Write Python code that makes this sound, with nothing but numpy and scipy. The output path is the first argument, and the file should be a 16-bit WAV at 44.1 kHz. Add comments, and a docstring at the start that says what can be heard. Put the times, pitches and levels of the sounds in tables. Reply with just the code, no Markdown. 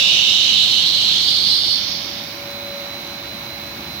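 """A workshop, where a large lathe turns a steel drum. The tool sticks and slips, chattering in two
rough bands that climb in pitch, ring the steel and die away after two seconds, with the hiss of
the tearing chip. Underneath run the rumble and gear hum of the headstock, the rush of fans, the
thin switching whine of the drive and a steady high hiss. Near the end the machine gives a dull bump."""
import sys
import numpy as np
from scipy import signal
from scipy.fft import rfft, irfft
from scipy.io import wavfile
from scipy.ndimage import uniform_filter1d, minimum_filter1d, map_coordinates

SR = 44100
rng = np.random.default_rng(int(sys.argv[2]) if len(sys.argv) > 2 else 0)


def transcribe(signal):
    """Save signal, clipped to [-1, 1], as a 16-bit WAV file at the path in sys.argv[1]."""
    frames = np.atleast_2d(signal).T
    limited = np.clip(frames, -1, 1)
    pcm = np.round(limited * 32767).astype(np.int16)
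    wavfile.write(sys.argv[1], SR, pcm)


N = 176400


def undb(db):
    """Decibels to gain."""
    return 10 ** (np.asarray(db) / 20)


def unit(x):
    """Scale to rms 1."""
    return x / np.sqrt(np.mean(x ** 2))


def curve(table, column=1):
    """One column of a time table at every sample."""
    rows = np.array(table, float)
    return np.interp(np.arange(N) / SR, rows[:, 0], rows[:, column])


def per_bin(table, column=1):
    """One column of a frequency table at every bin, interpolated over log frequency."""
    rows = np.array(table, float)
    return np.interp(np.log(np.fft.rfftfreq(N, 1 / SR) + 1), np.log(rows[:, 0]), rows[:, column])


def colour(x, spectrum):
    """Filter by a (frequency [Hz], gain [dB]) table."""
    return irfft(rfft(x) * undb(per_bin(spectrum)), N)


def walk(rate_hz):
    """Smooth random curve, spread about 1."""
    steps = rng.standard_normal(8192)
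    return map_coordinates(steps, [np.arange(N) / SR * rate_hz], order=3, mode="mirror")


def pan(db):
    """Stereo gains for a left-minus-right level difference."""
    gains = undb(np.vstack([db, -db]) / 2)
    return gains / np.sqrt(np.mean(gains ** 2, axis=0))


def hall(x, t60_s=0.38, tail_db=6, right_lag_s=0.000267):
    """Direct sound, left first, plus the diffuse tail of the workshop."""
    t = np.arange(SR) / SR
    tail = rng.standard_normal((2, SR)) * np.exp(-np.log(1000) * t / t60_s)
    tail *= undb(tail_db) / np.sqrt(np.sum(tail ** 2) / 2)
    hz = np.fft.rfftfreq(N + SR, 1 / SR)
    direct = np.exp(-2j * np.pi * hz * np.array([[0], [right_lag_s]]))
    padded = np.pad(x, (SR, 0), mode="reflect")
    wet = irfft(rfft(padded) * (direct + rfft(tail, N + SR)), N + SR)
    return wet[:, SR:] / np.hypot(1, undb(tail_db))


def tone(hz, drift, waver_db, rate_hz, left_lag_s=0):
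    """Stereo machine tone, wavering in pitch and level."""
    cycles = np.cumsum(hz * (1 + drift * walk(rate_hz))) / SR
    phase = 2 * np.pi * (cycles - hz * np.array([[left_lag_s], [0]]))
    return unit(np.sin(phase) * undb(waver_db * walk(rate_hz)))


# Hiss spectrum (frequency [Hz], gain [dB])
HISS_SPECTRUM = [(2000, -56), (8500, -24), (10400, -13.5), (11100, -6), (12700, -10), (14000, -2.5),
                 (15500, -1), (16500, -17)]
# Hiss envelope (time [s], level [dB])
HISS_ENVELOPE = [(0, -42.5), (1.5, -43.5), (2.7, -43), (3.3, -44), (4, -41.5)]


def high_hiss():
    """Steady noise, mostly above 10 kHz."""
    noise = unit(colour(rng.standard_normal((2, N)), HISS_SPECTRUM))
    return noise * undb(curve(HISS_ENVELOPE) + .5 * walk(20)) * pan(db=6.5)


# Fan and spindle noise (frequency [Hz], gain [dB])
RUSH_SPECTRUM = [(200, -45), (1000, -18), (1900, -6), (2220, 3), (2500, 0), (3200, -2), (4200, -1.5),
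                 (5000, -4), (6000, -6.5), (7000, -18), (8500, -26), (16000, -40)]


def fan_rush(level_db=-35.5):
    """Broadband rush of fans and spindle."""
    noise = unit(colour(rng.standard_normal((2, N)), RUSH_SPECTRUM))
    return noise * undb(level_db + 0.41 * walk(10)) * pan(db=-7.5)


# Headstock noise (frequency [Hz], gain [dB])
RUMBLE_SPECTRUM = [(20, -36), (40, -19), (60, -4), (110, 0), (220, 0), (320, -3), (410, -11), (520, -7),
                   (650, -4), (900, -6), (1400, -7), (2000, -10), (3000, -25), (6000, -50)]
# Left-right likeness (frequency [Hz], coherence [0-1])
RUMBLE_COHERENCE = [(60, 0.97), (130, 1), (290, 0.9), (640, 0.56), (1300, 0.13), (16000, 0.26)]
# Rumble envelope (time [s], level [dB])
RUMBLE_ENVELOPE = [(0, -37), (.8, -37), (1.6, -38), (2.2, -36.5), (3, -36), (4, -36.5)]
# Bass shelf on the rumble (time [s], gain [dB])
BASS_SHELF = [(0, 0.5), (.8, 1), (1.6, 3), (2.2, -2), (2.9, -3.5), (3.4, 0.5), (4, 0.5)]


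def headstock_rumble(shelf_hz=200):
    """Low noise of the headstock: centred in the bass, wide higher up."""
    mid, side = rfft(rng.standard_normal((2, N)))
    coherence = np.clip(per_bin(RUMBLE_COHERENCE), -1, 1)
    noise = irfft(mid * np.sqrt(1 + coherence) + side * np.sqrt(1 - coherence) * [[1], [-1]], N)
    rumble = unit(colour(noise, RUMBLE_SPECTRUM)) * undb(curve(RUMBLE_ENVELOPE))
    bass = signal.sosfiltfilt(signal.butter(2, shelf_hz, fs=SR, output="sos"), rumble)
    return rumble + bass * (undb(curve(BASS_SHELF)) - 1)


# Gear tone envelope (time [s], level [dB])
GEAR_ENVELOPE = [(0, -43), (.3, -50.5), (.6, -50.5), (1.3, -53.5), (1.8, -50.5), (2.1, -43.5),
                 (2.25, -46.5), (2.4, -39.5), (2.75, -36), (2.88, -38), (3.03, -43), (3.55, -43.5),
                 (4, -50.5)]
# Motor and gear partials (frequency [Hz], level [dB], left-right [dB])
HUM_PARTIALS = [(97.6, -60.5, 0.5), (181.3, -63, -1), (209.5, -53.5, -0.5), (293.5, -58, -2),
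                (338.6, -55.5, -5.5), (346.5, -50.5, 0), (815, -56.5, -3), (1046, -56.5, -7),
                (2175, -61.5, 7), (2202, -49.5, 30), (2556, -52, 43)]


def gear_hum(gear_hz=566):
    """One swelling gear tone over the steady hum of motor and gears."""
    gear = tone(gear_hz, drift=0.0019, waver_db=1, rate_hz=12) * undb(curve(GEAR_ENVELOPE))
    hum = sum(tone(hz, drift=0.001504, waver_db=2, rate_hz=14) * undb(db) * pan(pan_db)
              for hz, db, pan_db in HUM_PARTIALS)
    return gear * pan(db=3) + hum


# Switching lines (offset from carrier [multiples of drive frequency])
WHINE_OFFSETS = [-7.95, -1, 0, 1, 7.92]
# Same lines (base level [dB], left-right [dB])
WHINE_LINES = [(-49, -4), (-37.5, -7.5), (-48, -24), (-36.5, -16), (-58, -15)]
# Whine swell (time [s], gain [dB])
WHINE_SWELL = [(0, -5), (2.25, -5), (2.55, .5), (3.3, .5), (3.6, -1), (4, 0)]


def drive_whine(carrier_hz=4000, drive_hz=52.6):
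    """Switching carrier of the drive with four sidebands."""
    whine = 0
    for offset, (db, pan_db) in zip(WHINE_OFFSETS, WHINE_LINES):
        hz = carrier_hz + offset * drive_hz
        line = tone(hz, drift=.00008, waver_db=1.8, rate_hz=5.78, left_lag_s=.000073)
        whine += line * undb(db) * pan(pan_db)
    return whine * undb(curve(WHINE_SWELL))


# Thud spectrum (frequency [Hz], gain [dB])
BUMP_SPECTRUM = [(60, -28), (140, -6), (215, -1), (300, -9), (450, -20), (900, -18), (3000, -60)]


def bump(start_s=3.75, rise_s=0.039, level_db=-37.5):
    """Dull thud in the machine: low noise that swells and dies."""
    age = np.maximum(np.arange(N) / SR - start_s, 0) / rise_s
    noise = unit(colour(rng.standard_normal(N), BUMP_SPECTRUM))
    return noise * age * np.exp(1 - age) * undb(level_db)


# Fracture spectrum (frequency [Hz], gain [dB])
CHIP_SPECTRUM = [(1500, -25), (2300, -5), (2900, -25), (3400, -11), (4500, 4.5), (5500, 3), (6300, -7.5),
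                 (7000, -20), (8000, -36), (10000, -30), (11500, -30), (16000, -34)]
# Chip envelope, briefly freer as the chatter fades (time [s], level [dB])
CHIP_ENVELOPE = [(0, -24), (.8, -27), (1.4, -28), (1.7, -31.5), (1.85, -26), (2.0, -29.5), (2.2, -34),
                 (2.42, -41), (2.8, -78)]


def tearing_chip(cracks_per_s=5000, scatter_db=2.5):
    """Tiny fractures merge into a gritty hiss."""
    onsets = rng.random(N) < cracks_per_s / SR
    cracks = onsets * rng.standard_normal(N) * undb(scatter_db * walk(200))
    grit = unit(colour(cracks, CHIP_SPECTRUM)) * undb(curve(CHIP_ENVELOPE))
    return hall(grit) * pan(db=-12)


# Tool and drum modes (frequency [Hz], bandwidth [Hz], peak re direct path [dB])
STEEL_MODES = [(2610, 62, -17), (2947, 25, -1), (3250, 54, -10), (3666, 70, -5.5), (3920, 29, -11),
               (4070, 24, -8), (4310, 50, -5)]


def ring_steel(x):
    """Add the resonances of tool and drum; output at rms 1."""
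    bin_hz = np.fft.rfftfreq(N, 1 / SR) + 1
    modes = sum(undb(db) / (1 + 1j * hz / width_hz * (bin_hz / hz - hz / bin_hz))
                for hz, width_hz, db in STEEL_MODES)
    return unit(irfft(rfft(x) * (1 + modes), N))


# Chatter bands (time [s], lower pitch [Hz], lower level [dB], upper pitch [Hz], upper level [dB],
# pitch scatter [fraction])
CHATTER_BANDS = [(0, 2736, -18, 3699, -14, 0.0852), (.12, 2811, -16.5, 3735, -17, .08),
                 (.25, 2912, -17.5, 3760, -17, 0.069), (.35, 2943, -18, 3790, -15.5, .07),
                 (.55, 3028, -20, 3900, -17.5, 0.081), (.62, 3070, -19.5, 3917, -15, 0.084),
                 (.78, 3118, -19.5, 3980, -17.5, 0.081), (.88, 3158, -24, 4000, -16.5, 0.082),
                 (1.08, 3262, -19, 4080, -17.5, 0.084), (1.22, 3273, -20.5, 4170, -16, 0.087),
                 (1.38, 3346, -23.5, 4220, -17.5, 0.081), (1.47, 3416, -22, 4267, -17.5, .085),
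                 (1.6, 3450, -24, 4350, -18.5, 0.093), (1.71, 3505, -25.5, 4440, -16.5, 0.092),
                 (1.8, 3518, -27.5, 4465, -25, 0.0934), (2.05, 3553, -32.5, 4440, -36, .1),
                 (2.3, 3660, -39, 4480, -48, 0.128), (2.5, 3550, -95, 4730, -95, 0.099)]
# Contact points: one nearly sings, the others rasp (scatter multiplier [ratio])
CONTACT_ROUGHNESS = [0.56, 1., 1.25]
# Overtone radiation of the tool (frequency [Hz], gain [dB], left-right [dB])
TOOL_RADIATION = [(5150, -3, -6), (6160, 3, -20), (6660, -2, -16), (7330, -8.5, -7.5), (8400, -13, -2.5),
                  (9700, -9.5, -1), (10700, -13.5, 0), (11300, -13.5, 0), (13000, -10, -4), (16000, -21, 3)]


def tool_chatter():
    """The edge sticks and slips in two modes at three points, each jittering in pitch and strength."""
    wander, wander_rate_hz, surge_db = .022, 16, 2
    slip_rate_hz, slip_db = 500, 2.65
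    full_chatter_db, octave_db, twelfth_db = -17.5, -13.5, -20.5
    scatter = curve(CHATTER_BANDS, column=5)
    squeal = overtones = 0
    for pitch_column, level_column in ((1, 2), (3, 4)):
        band_hz = curve(CHATTER_BANDS, pitch_column)
        band_db = curve(CHATTER_BANDS, level_column)
        harshness = undb(band_db - full_chatter_db)  # overtones fade faster than the squeal
        for roughness in CONTACT_ROUGHNESS:
            detune = wander * walk(wander_rate_hz) + roughness * scatter * walk(slip_rate_hz)
            phase = 2 * np.pi * np.cumsum(band_hz * (1 + detune)) / SR
            force = undb(band_db + surge_db * walk(wander_rate_hz))
            grip = undb(slip_db * walk(slip_rate_hz))
            fundamental, octave, twelfth = (unit(grip * np.sin(k * phase)) for k in (1, 2, 3))
            squeal += hall(ring_steel(fundamental) * force)
            overtones += force * harshness * (octave * undb(octave_db) + twelfth * undb(twelfth_db))
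    radiated = hall(colour(overtones, TOOL_RADIATION))
    sizzle = irfft(rfft(radiated) * pan(per_bin(TOOL_RADIATION, column=2)), N)
    return (squeal * pan(db=-7) + sizzle) / np.sqrt(len(CONTACT_ROUGHNESS))


def scene():
    """The cut over the running machine."""
    cut = tool_chatter() + tearing_chip()
    return cut + gear_hum() + drive_whine() + headstock_rumble() + fan_rush() + high_hiss() + bump()


def record(dry):
    """Peak limiter, then a steep low-pass."""
    ceiling, window_s, cutoff_hz = .85, .004, 15850
    span = int(window_s * SR)
    needed_gain = ceiling / np.maximum(np.abs(dry).max(axis=0), ceiling)
    gain = uniform_filter1d(minimum_filter1d(needed_gain, span), span)
    return signal.sosfilt(signal.ellip(12, .1, 80, cutoff_hz, fs=SR, output="sos"), dry * gain)


dry = scene()
out = record(dry)
transcribe(out)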